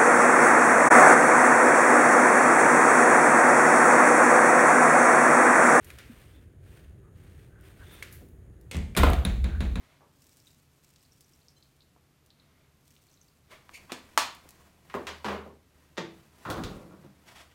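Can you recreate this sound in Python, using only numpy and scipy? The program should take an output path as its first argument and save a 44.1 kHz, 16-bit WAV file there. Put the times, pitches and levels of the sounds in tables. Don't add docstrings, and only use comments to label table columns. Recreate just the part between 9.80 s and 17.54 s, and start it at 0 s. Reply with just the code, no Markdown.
import sys
import numpy as np
from scipy import signal
from scipy.fft import rfft, irfft
from scipy.io import wavfile
from scipy.ndimage import uniform_filter1d

SR = 44100
rng = np.random.default_rng(int(sys.argv[2]) if len(sys.argv) > 2 else 0)


def log_audio(samples):
    frames = np.atleast_2d(samples).T
    limited = np.clip(frames, -1, 1)
    pcm = np.round(limited * 32767).astype(np.int16)
    wavfile.write(sys.argv[1], SR, pcm)


N = 341334
RING = 32768
TIME = np.arange(N) / SR
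AGE = np.arange(RING) / SR
HZ = np.maximum(np.arange(RING // 2 + 1) * SR / RING, 1)

# start in seconds, length in seconds, level in dB.
POURS = [(0.413, 0.32, -64.5), (1.029, 0.91, -67), (3.075, 0.44, -68)]


def from_db(db):
    return 10 ** (np.asarray(db) / 20)


def unit(x):
    return x / np.sqrt(np.sum(x ** 2) + 1e-20)


def at_hz(points, hz):
    freqs, values = np.transpose(points)
    return np.interp(np.log(hz), np.log(freqs), values)


def envelope(rows, attack_s, release_s, sag_db_per_s=0.0):
    power = 0
    for start, length_s, db in rows:
        age = TIME - start
        edges = np.maximum(-age, 0) / attack_s + np.maximum(age - length_s, 0) / release_s
        power += from_db(db - sag_db_per_s * np.maximum(age, 0) - 20 * np.minimum(edges, 10)) ** 2
    return np.sqrt(power)


def add(out, start_s, sound):
    start = round(start_s * SR)
    out[start:start + len(sound)] += sound[:N - start]


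def shape(colour, modes=()):
    lift_db = sum(db / (1 + (2 * (HZ - hz) / width) ** 2) for hz, width, db in modes)
    return from_db(at_hz(colour, HZ) + lift_db)


def impulse_response(gain):
    cepstrum = irfft(np.log(gain + 1e-7))
    cepstrum[1:RING // 2] *= 2
    cepstrum[RING // 2 + 1:] = 0
    return unit(irfft(np.exp(rfft(cepstrum))))


def drift(rate_hz):
    knots = rng.standard_normal(1000)
    return np.interp(TIME * rate_hz, np.arange(len(knots)), knots)


def knock(body, low_hz, high_hz, clatter_s, clatter_db):
    clatter = rng.standard_normal(RING) * rng.exponential(1, RING) * np.exp(-AGE / clatter_s)
    force = from_db(clatter_db) * unit(clatter)
    force[0] += 1
    spectrum = rfft(force)
    whitening = 1 / np.sqrt(uniform_filter1d(np.abs(spectrum) ** 2, size=61) + 1e-4)
    softness = 1 / np.sqrt(1 + (HZ / high_hz) ** 4.4) + from_db(-30)
    weight = 1 / np.sqrt(1 + (low_hz / HZ) ** 4.6)
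    return unit(irfft(spectrum * rfft(impulse_response(body * whitening * softness * weight))))


def grains(body, spread_db, flutter_db=0.0):
    size_db = spread_db * np.minimum(rng.exponential(1, N), 4)
    force = rng.standard_normal(N) * from_db(size_db + flutter_db * np.tanh(drift(130)))
    return unit(signal.oaconvolve(force, impulse_response(body))[:N]) * np.sqrt(N)


def room_tail():
    # frequency in Hz, time to fall 60 dB in seconds.
    decay_times = [(60, 0.44), (170, 0.6), (400, 0.37), (1200, 0.35), (3500, 0.38), (7000, 0.29),
                   (15000, 0.26)]
    # frequency in Hz, gain in dB.
    wall_colour = [(100, -1.5), (3500, -1), (7000, -1.5), (11000, -6.5), (16000, -3.5)]
    edges_hz = np.geomspace(30, 20000, 15)
    white, tail = rfft(rng.standard_normal(RING)), 0
    for low, high in zip(edges_hz, edges_hz[1:]):
        band = irfft(white * (HZ >= low) * (HZ < high))
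        tail += band * from_db(-60 * AGE / at_hz(decay_times, np.sqrt(low * high)))
    tail = unit(tail * (1 - np.exp(-(AGE / 0.00098) ** 2)))
    arrivals = (rng.uniform(.002, .012, size=8) * SR).astype(int)
    early = np.zeros(RING)
    early[arrivals] = rng.standard_normal(len(arrivals))
    return irfft(rfft(tail) * shape(wall_colour)) + from_db(-9.5) * unit(early)


def in_room(x, tail, room_db):
    wet = from_db(room_db)
    return (x + wet * signal.fftconvolve(x, tail)[:len(x)]) / np.sqrt(1 + wet ** 2)


def room_tone():
    # frequency in Hz, gain in dB.
    colour = [(15, -48), (25, -15), (145, -5), (200, -12), (256, -11.5), (363, -16), (840, -23.5),
              (936, -24), (1100, -22.5), (1650, -26), (2280, -26.5), (5000, -30.5), (8360, -33.5),
              (14800, -34.5), (16000, -55.5)]
    # frequency in Hz, early level in dB, late level in dB.
    hum_tones = [(75.4, -73.5, -65.5), (142.6, -72, -79)]
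    change_s = (3.3, 4.1)
    out = from_db(-66) * grains(shape(colour), spread_db=0.0)
    for hz, early_db, late_db in hum_tones:
        db = np.interp(TIME, change_s, [early_db, late_db]) + 2.7 * drift(27)
        out += from_db(db) * np.sin(2 * np.pi * hz * TIME + 0.83 * drift(4.7))
    return out


def clothes():
    # start in seconds, length in seconds, level in dB.
    moves = [(3.92, 0.91, -60.5), (5.1, 0.39, -60.5), (5.98, 0.12, -66.5), (6.35, 0.08, -63),
             (6.62, 0.31, -56.5), (7.2, 0.055, -66), (7.5, 0.07, -58)]
    # frequency in Hz, gain in dB.
    colour = [(50, 1.5), (170, 6), (400, 2), (1000, -1.5), (2000, -4.5), (4000, -11.5), (8000, -13),
              (16000, -17.5)]
    rustle = grains(shape(colour), spread_db=0.5, flutter_db=3.0)
    return envelope(moves, attack_s=0.22, release_s=0.39) * rustle


def plate():
    # start in seconds, length in seconds, level in dB.
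    slips = [(7.482, 0.0054, -51), (7.518, 0.0034, -56), (7.56, 0.057, -52), (7.715, 0.0073, -62.5)]
    # frequency in Hz, gain in dB.
    colour = [(240, -24), (400, -16), (489, -22), (697, 1), (994, -3.5), (1380, -2.5), (2150, -2),
              (2510, -5), (3370, -2.5), (3870, -10), (4950, -9.5), (11900, -20), (16000, -33)]
    scrape = grains(shape(colour), spread_db=0.0, flutter_db=2.0)
    return envelope(slips, attack_s=0.025, release_s=0.027) * scrape


def shelf(tails):
    # start in seconds, level in dB, low and high edge in Hz, clatter in seconds.
    contacts = [(6.170, -15.5, 900, 7000, 0.0088), (6.1758, -7.5, 514, 9000, 0.004),
                (6.181, 0, 139, 7000, 0.007)]
    # frequency in Hz, gain in dB.
    colour = [(60, -26), (110, -6.5), (170, 2), (270, -8), (400, 6), (600, -4.5), (1100, -11.5),
              (2200, -14), (4000, -18.5), (6500, -21), (10000, -32), (16000, -31)]
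    # frequency in Hz, width in Hz, lift in dB.
    modes = [(151, 17, 1), (200, 34, 9), (330, 13, 14), (410, 21, 2), (900, 44, 8), (1170, 120, 5),
             (1900, 270, 5.5), (3620, 630, 5.5)]
    out, body = np.zeros(N), shape(colour, modes)
    for tail, (start, db, low_hz, high_hz, clatter_s) in zip(tails, contacts):
        landing = knock(body, low_hz, high_hz, clatter_s, clatter_db=11.0)
        add(out, start, from_db(db) * unit(in_room(landing, tail, room_db=2.0)))
    return out


def door(tails):
    # start in seconds, clack level in dB, its low and high edge in Hz,
    # thud level in dB, thud pitch in Hz, clatter in seconds.
    blows = [(5.099, -19.5, 1620, 2440, -43, 400, 0.0054), (5.141, -2.5, 640, 1780, -0.5, 374, 0.0052),
             (5.269, -5, 1390, 4440, -10.5, 640, 0.015), (5.445, 0, 600, 3250, -2.5, 227, 0.021),
             (5.483, -2, 500, 2720, -5, 330, 0.024), (5.520, -6.5, 505, 2000, -4.5, 384, 0.027),
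             (5.655, -22, 401, 900, -15.5, 383, 0.012), (6.6515, -4.5, 1058, 1310, -7.5, 200, 0.031),
             (6.686, -2.5, 190, 790, -6, 60, 0.022), (6.701, -5, 500, 13000, -4, 300, 0.0091),
             (6.76, -6, 300, 1410, -0.5, 188, 0.035), (6.837, -10.5, 2180, 6500, -7, 48, 0.0024),
             (7.11, -26, 300, 1200, -16, 216, 0.024), (7.235, -30.5, 300, 3000, -17, 202, 0.014)]
    # frequency in Hz, gain in dB.
    colour = [(30, 7), (95, 2.5), (135, -3.5), (190, 1.5), (275, -5), (400, -2.5), (1000, -1), (2000, -9.5),
              (3500, -13), (6000, -13.5), (10000, -14.5), (16000, -15)]
    # frequency in Hz, width in Hz, lift in dB.
    open_modes = [(202, 24, 7), (403, 65, 8), (585, 24, -0.5), (713, 27, -7), (880, 40, -1.5),
                  (1095, 40, 1.5), (1350, 61, -4), (1720, 55, 0), (2250, 82, 1), (2910, 150, 3)]
    shut_modes = [(141.5, 22, 7), (173, 21, 8), (316, 59, 7.5), (530, 70, 3.5), (1150, 190, 4.5),
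                  (1460, 350, 6), (3780, 1500, 6.5)]
    open_door, shut_door = shape(colour, open_modes), shape(colour, shut_modes)
    boom_hz, boom_t60_s = 77.9, 0.64
    shut_s, thud_lag_s, thud_ratio = 6.5, 0.0078, 1.32
    boom_envelope = from_db(-60 * AGE / boom_t60_s) * (1 - np.exp(-AGE / 0.015)) ** 2
    boom = unit(boom_envelope * np.sin(2 * np.pi * boom_hz * AGE))

    def blow(k, body, low_hz, high_hz, clatter_s):
        impact = knock(body, low_hz, high_hz, clatter_s, clatter_db=15.5)
        return unit(in_room(impact, tails[k % len(tails)], room_db=2.5))

    out = np.zeros(N)
    for k, (start, clack_db, low_hz, high_hz, thud_db, thud_hz, clatter_s) in enumerate(blows):
        body, boom_db = (open_door, -16) if start < shut_s else (shut_door, -25)
        clack = blow(k, body, low_hz, high_hz, clatter_s)
        thud = blow(k + 1, body, thud_hz / thud_ratio, thud_hz * thud_ratio, clatter_s)
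        add(out, start, from_db(clack_db) * (clack + from_db(boom_db) * boom))
        add(out, start + thud_lag_s, from_db(thud_db) * thud)
    settle_s, gap_s, first_db, loss_db = 6.85, 0.055, -8, 3.5
    for k, jitter in enumerate(rng.uniform(-.2, .2, size=8)):
        rock = blow(k, shut_door, low_hz=153, high_hz=486, clatter_s=0.047)
        add(out, settle_s + (k + jitter) * gap_s, from_db(first_db - k * loss_db) * rock)
    return out


def hinge():
    # start in seconds, length in seconds, level in dB.
    turns = [(3.942, 0.035, -45)]
    # frequency in Hz, gain in dB.
    colour = [(1000, -20), (2200, 2), (5000, 1), (13000, -5), (16000, -17)]
    # frequency in Hz, width in Hz, lift in dB.
    modes = [(2263, 400, 18.6), (2670, 360, 6.6), (2930, 170, 6.4), (4450, 170, 12), (6620, 300, 9.9),
             (8650, 140, 12), (9200, 90, 8)]
    squeak = grains(shape(colour, modes), spread_db=2.5, flutter_db=1.5)
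    return envelope(turns, attack_s=0.016, release_s=0.014, sag_db_per_s=110.5) * squeak


def can_and_lid():
    # start in seconds, level in dB, low and high edge in Hz,
    # clatter in seconds, reflections in dB.
    bumps = [(0.208, -27, 300, 774, 0.026, 5), (2.163, -35, 208, 890, 0.0037, -5),
             (3.893, -23, 1020, 1910, 0.0011, -26), (4.096, -15, 880, 2360, 0.017, 12),
             (4.655, -29, 150, 450, .005, -17)]
    # start in seconds, click level in dB,
    # pop level in dB, pop pitch in Hz, thump level in dB.
    snaps = [(4.1199, -10, -13, 2300, -8.5), (4.376, 8.5, 10, 1000, -11.5)]
    # frequency in Hz, gain in dB.
    colour = [(40, -37.5), (150, -12.5), (300, -4.5), (450, -7.5), (620, -5.5), (1050, -4), (1400, -8),
              (2100, -11.5), (3300, -11), (5000, -13.5), (8000, -15.5), (12000, -19), (16000, -23)]
    # frequency in Hz, width in Hz, lift in dB.
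    modes = [(279.3, 69, 2.5), (735, 50, -0.5), (983, 64, 4), (1152, 38, 6.5), (1294, 39, 5), (1720, 45, 6),
             (1810, 55, 2), (2390, 200, 4.5), (3480, 120, 6), (4240, 180, 5), (5310, 140, 5),
             (6820, 250, 4), (8750, 300, 5.5)]
    out, body = np.zeros(N), shape(colour, modes)
    click_lag_s = 0.000806

    def strike(start, db, low_hz, high_hz, clatter_s, room_db):
        impact = knock(body, low_hz, high_hz, clatter_s, clatter_db=4.0)
        add(out, start, from_db(db) * in_room(impact, room_tail(), room_db))

    for bump in bumps:
        strike(*bump)
    for start, click_db, pop_db, pop_hz, thump_db in snaps:
        strike(start + click_lag_s, click_db, low_hz=1260, high_hz=13900, clatter_s=0.001196, room_db=1)
        strike(start, pop_db, low_hz=pop_hz, high_hz=pop_hz, clatter_s=0.0018, room_db=-6)
        strike(start, thump_db, low_hz=247, high_hz=343.5, clatter_s=0.0027, room_db=-4.5)
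    return out


def chirp():
    # start in seconds, length in seconds, level in dB.
    timing = [(1.766, 0.018, -66)]
    # frequency in Hz, relative level in dB.
    partials = [(3128, 0.5), (4091, 0), (6320, -4), (7607, -7), (15412, -15.5)]
    tone = sum(from_db(db) * np.sin(2 * np.pi * hz * TIME + .5 * drift(200)) for hz, db in partials)
    return envelope(timing, attack_s=0.004, release_s=0.008) * tone


def tick(hz, q):
    band = 1 / (1 + (q * (HZ / hz - hz / HZ) / 2) ** 2) ** 1.46
    return knock(band, low_hz=1500, high_hz=15000, clatter_s=0.0038, clatter_db=5.0)


def plastic_ticks():
    # start in seconds, level in dB.
    crumbs = [(0.422, -36), (0.468, -36), (0.57, -35), (1.408, -30.5), (2.462, -39), (3.079, -37),
              (4.549, -29), (4.69, -26), (4.707, -29)]
    # start in seconds, level in dB, pitch in Hz, sharpness Q.
    crackles = [(0.670, -32, 3770, 13), (1.161, -34.5, 4470, 1.3), (1.321, -36, 5600, 11),
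                (1.535, -38, 5430, 8), (1.684, -30.5, 5180, 5), (1.826, -34, 4200, 5),
                (2.006, -35.5, 3970, 5.4), (2.02, -37.5, 4100, 6), (2.504, -33.5, 4000, 4),
                (2.598, -36.5, 3950, 7), (3.165, -36.5, 3080, 2), (3.341, -38, 6060, 4.7),
                (3.414, -33.5, 6240, 9)]
    out = np.zeros(N)
    for start, db in crumbs:
        add(out, start, from_db(db) * tick(hz=8500, q=0.55))
    for start, db, hz, q in crackles:
        add(out, start, from_db(db) * tick(hz, q))
    per_pour, spread_octaves = 5, 0.23
    for start, length_s, _ in POURS:
        for fraction, pitch in zip(rng.random(per_pour), rng.standard_normal(per_pour)):
            crackle = tick(hz=5420 * 2 ** (spread_octaves * pitch), q=9.0)
            add(out, start + fraction * length_s, from_db(-41.5) * crackle)
    return out


def cheese():
    # start in seconds, length in seconds, level in dB.
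    washes = [(0.01, 0.14, -65.5), (2.58, 0.27, -72), (3.716, 0.008, -49.5)]
    # frequency in Hz, gain in dB.
    hiss_colour = [(1200, -13), (2300, -2.5), (4000, -3), (6000, -0.5), (8500, 0.5), (10500, -7),
                   (13000, -3), (16000, -6)]
    wash_colour = [(200, -8.5), (450, -6), (660, -10), (900, -8), (1400, -7.5), (2100, -12.5), (3500, -12),
                   (5000, -19), (15000, -29)]
    # frequency in Hz, width in Hz, lift in dB.
    cavity_modes = [(614, 120, 6.5), (2150, 290, 9)]
    hiss = grains(shape(hiss_colour), spread_db=9.5, flutter_db=5.5)
    hiss *= envelope(POURS, attack_s=0.14, release_s=0.37, sag_db_per_s=9.5)
    wash = grains(shape(wash_colour, cavity_modes), spread_db=1.0, flutter_db=1.0)
    wash *= envelope(washes, attack_s=0.026, release_s=0.12)
    return hiss + wash


def scene():
    tail = room_tail()
    mix = in_room(cheese(), tail, room_db=-8.5)
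    mix += in_room(chirp() + plastic_ticks() + hinge(), tail, room_db=-5.0)
    mix += can_and_lid()
    mix += in_room(clothes() + plate(), tail, room_db=-5.5)
    far_tails = [room_tail() for _ in range(5)]
    mix += door(far_tails) + shelf(far_tails) + room_tone()
    return mix[None]


def record(dry):
    ceiling, cutoff_hz = .85, 16000
    lowpass = signal.ellip(12, .2, 80, cutoff_hz, fs=SR, output="sos")
    return signal.sosfilt(lowpass, ceiling * np.tanh(dry / ceiling))


dry = scene()
out = record(dry)
log_audio(out)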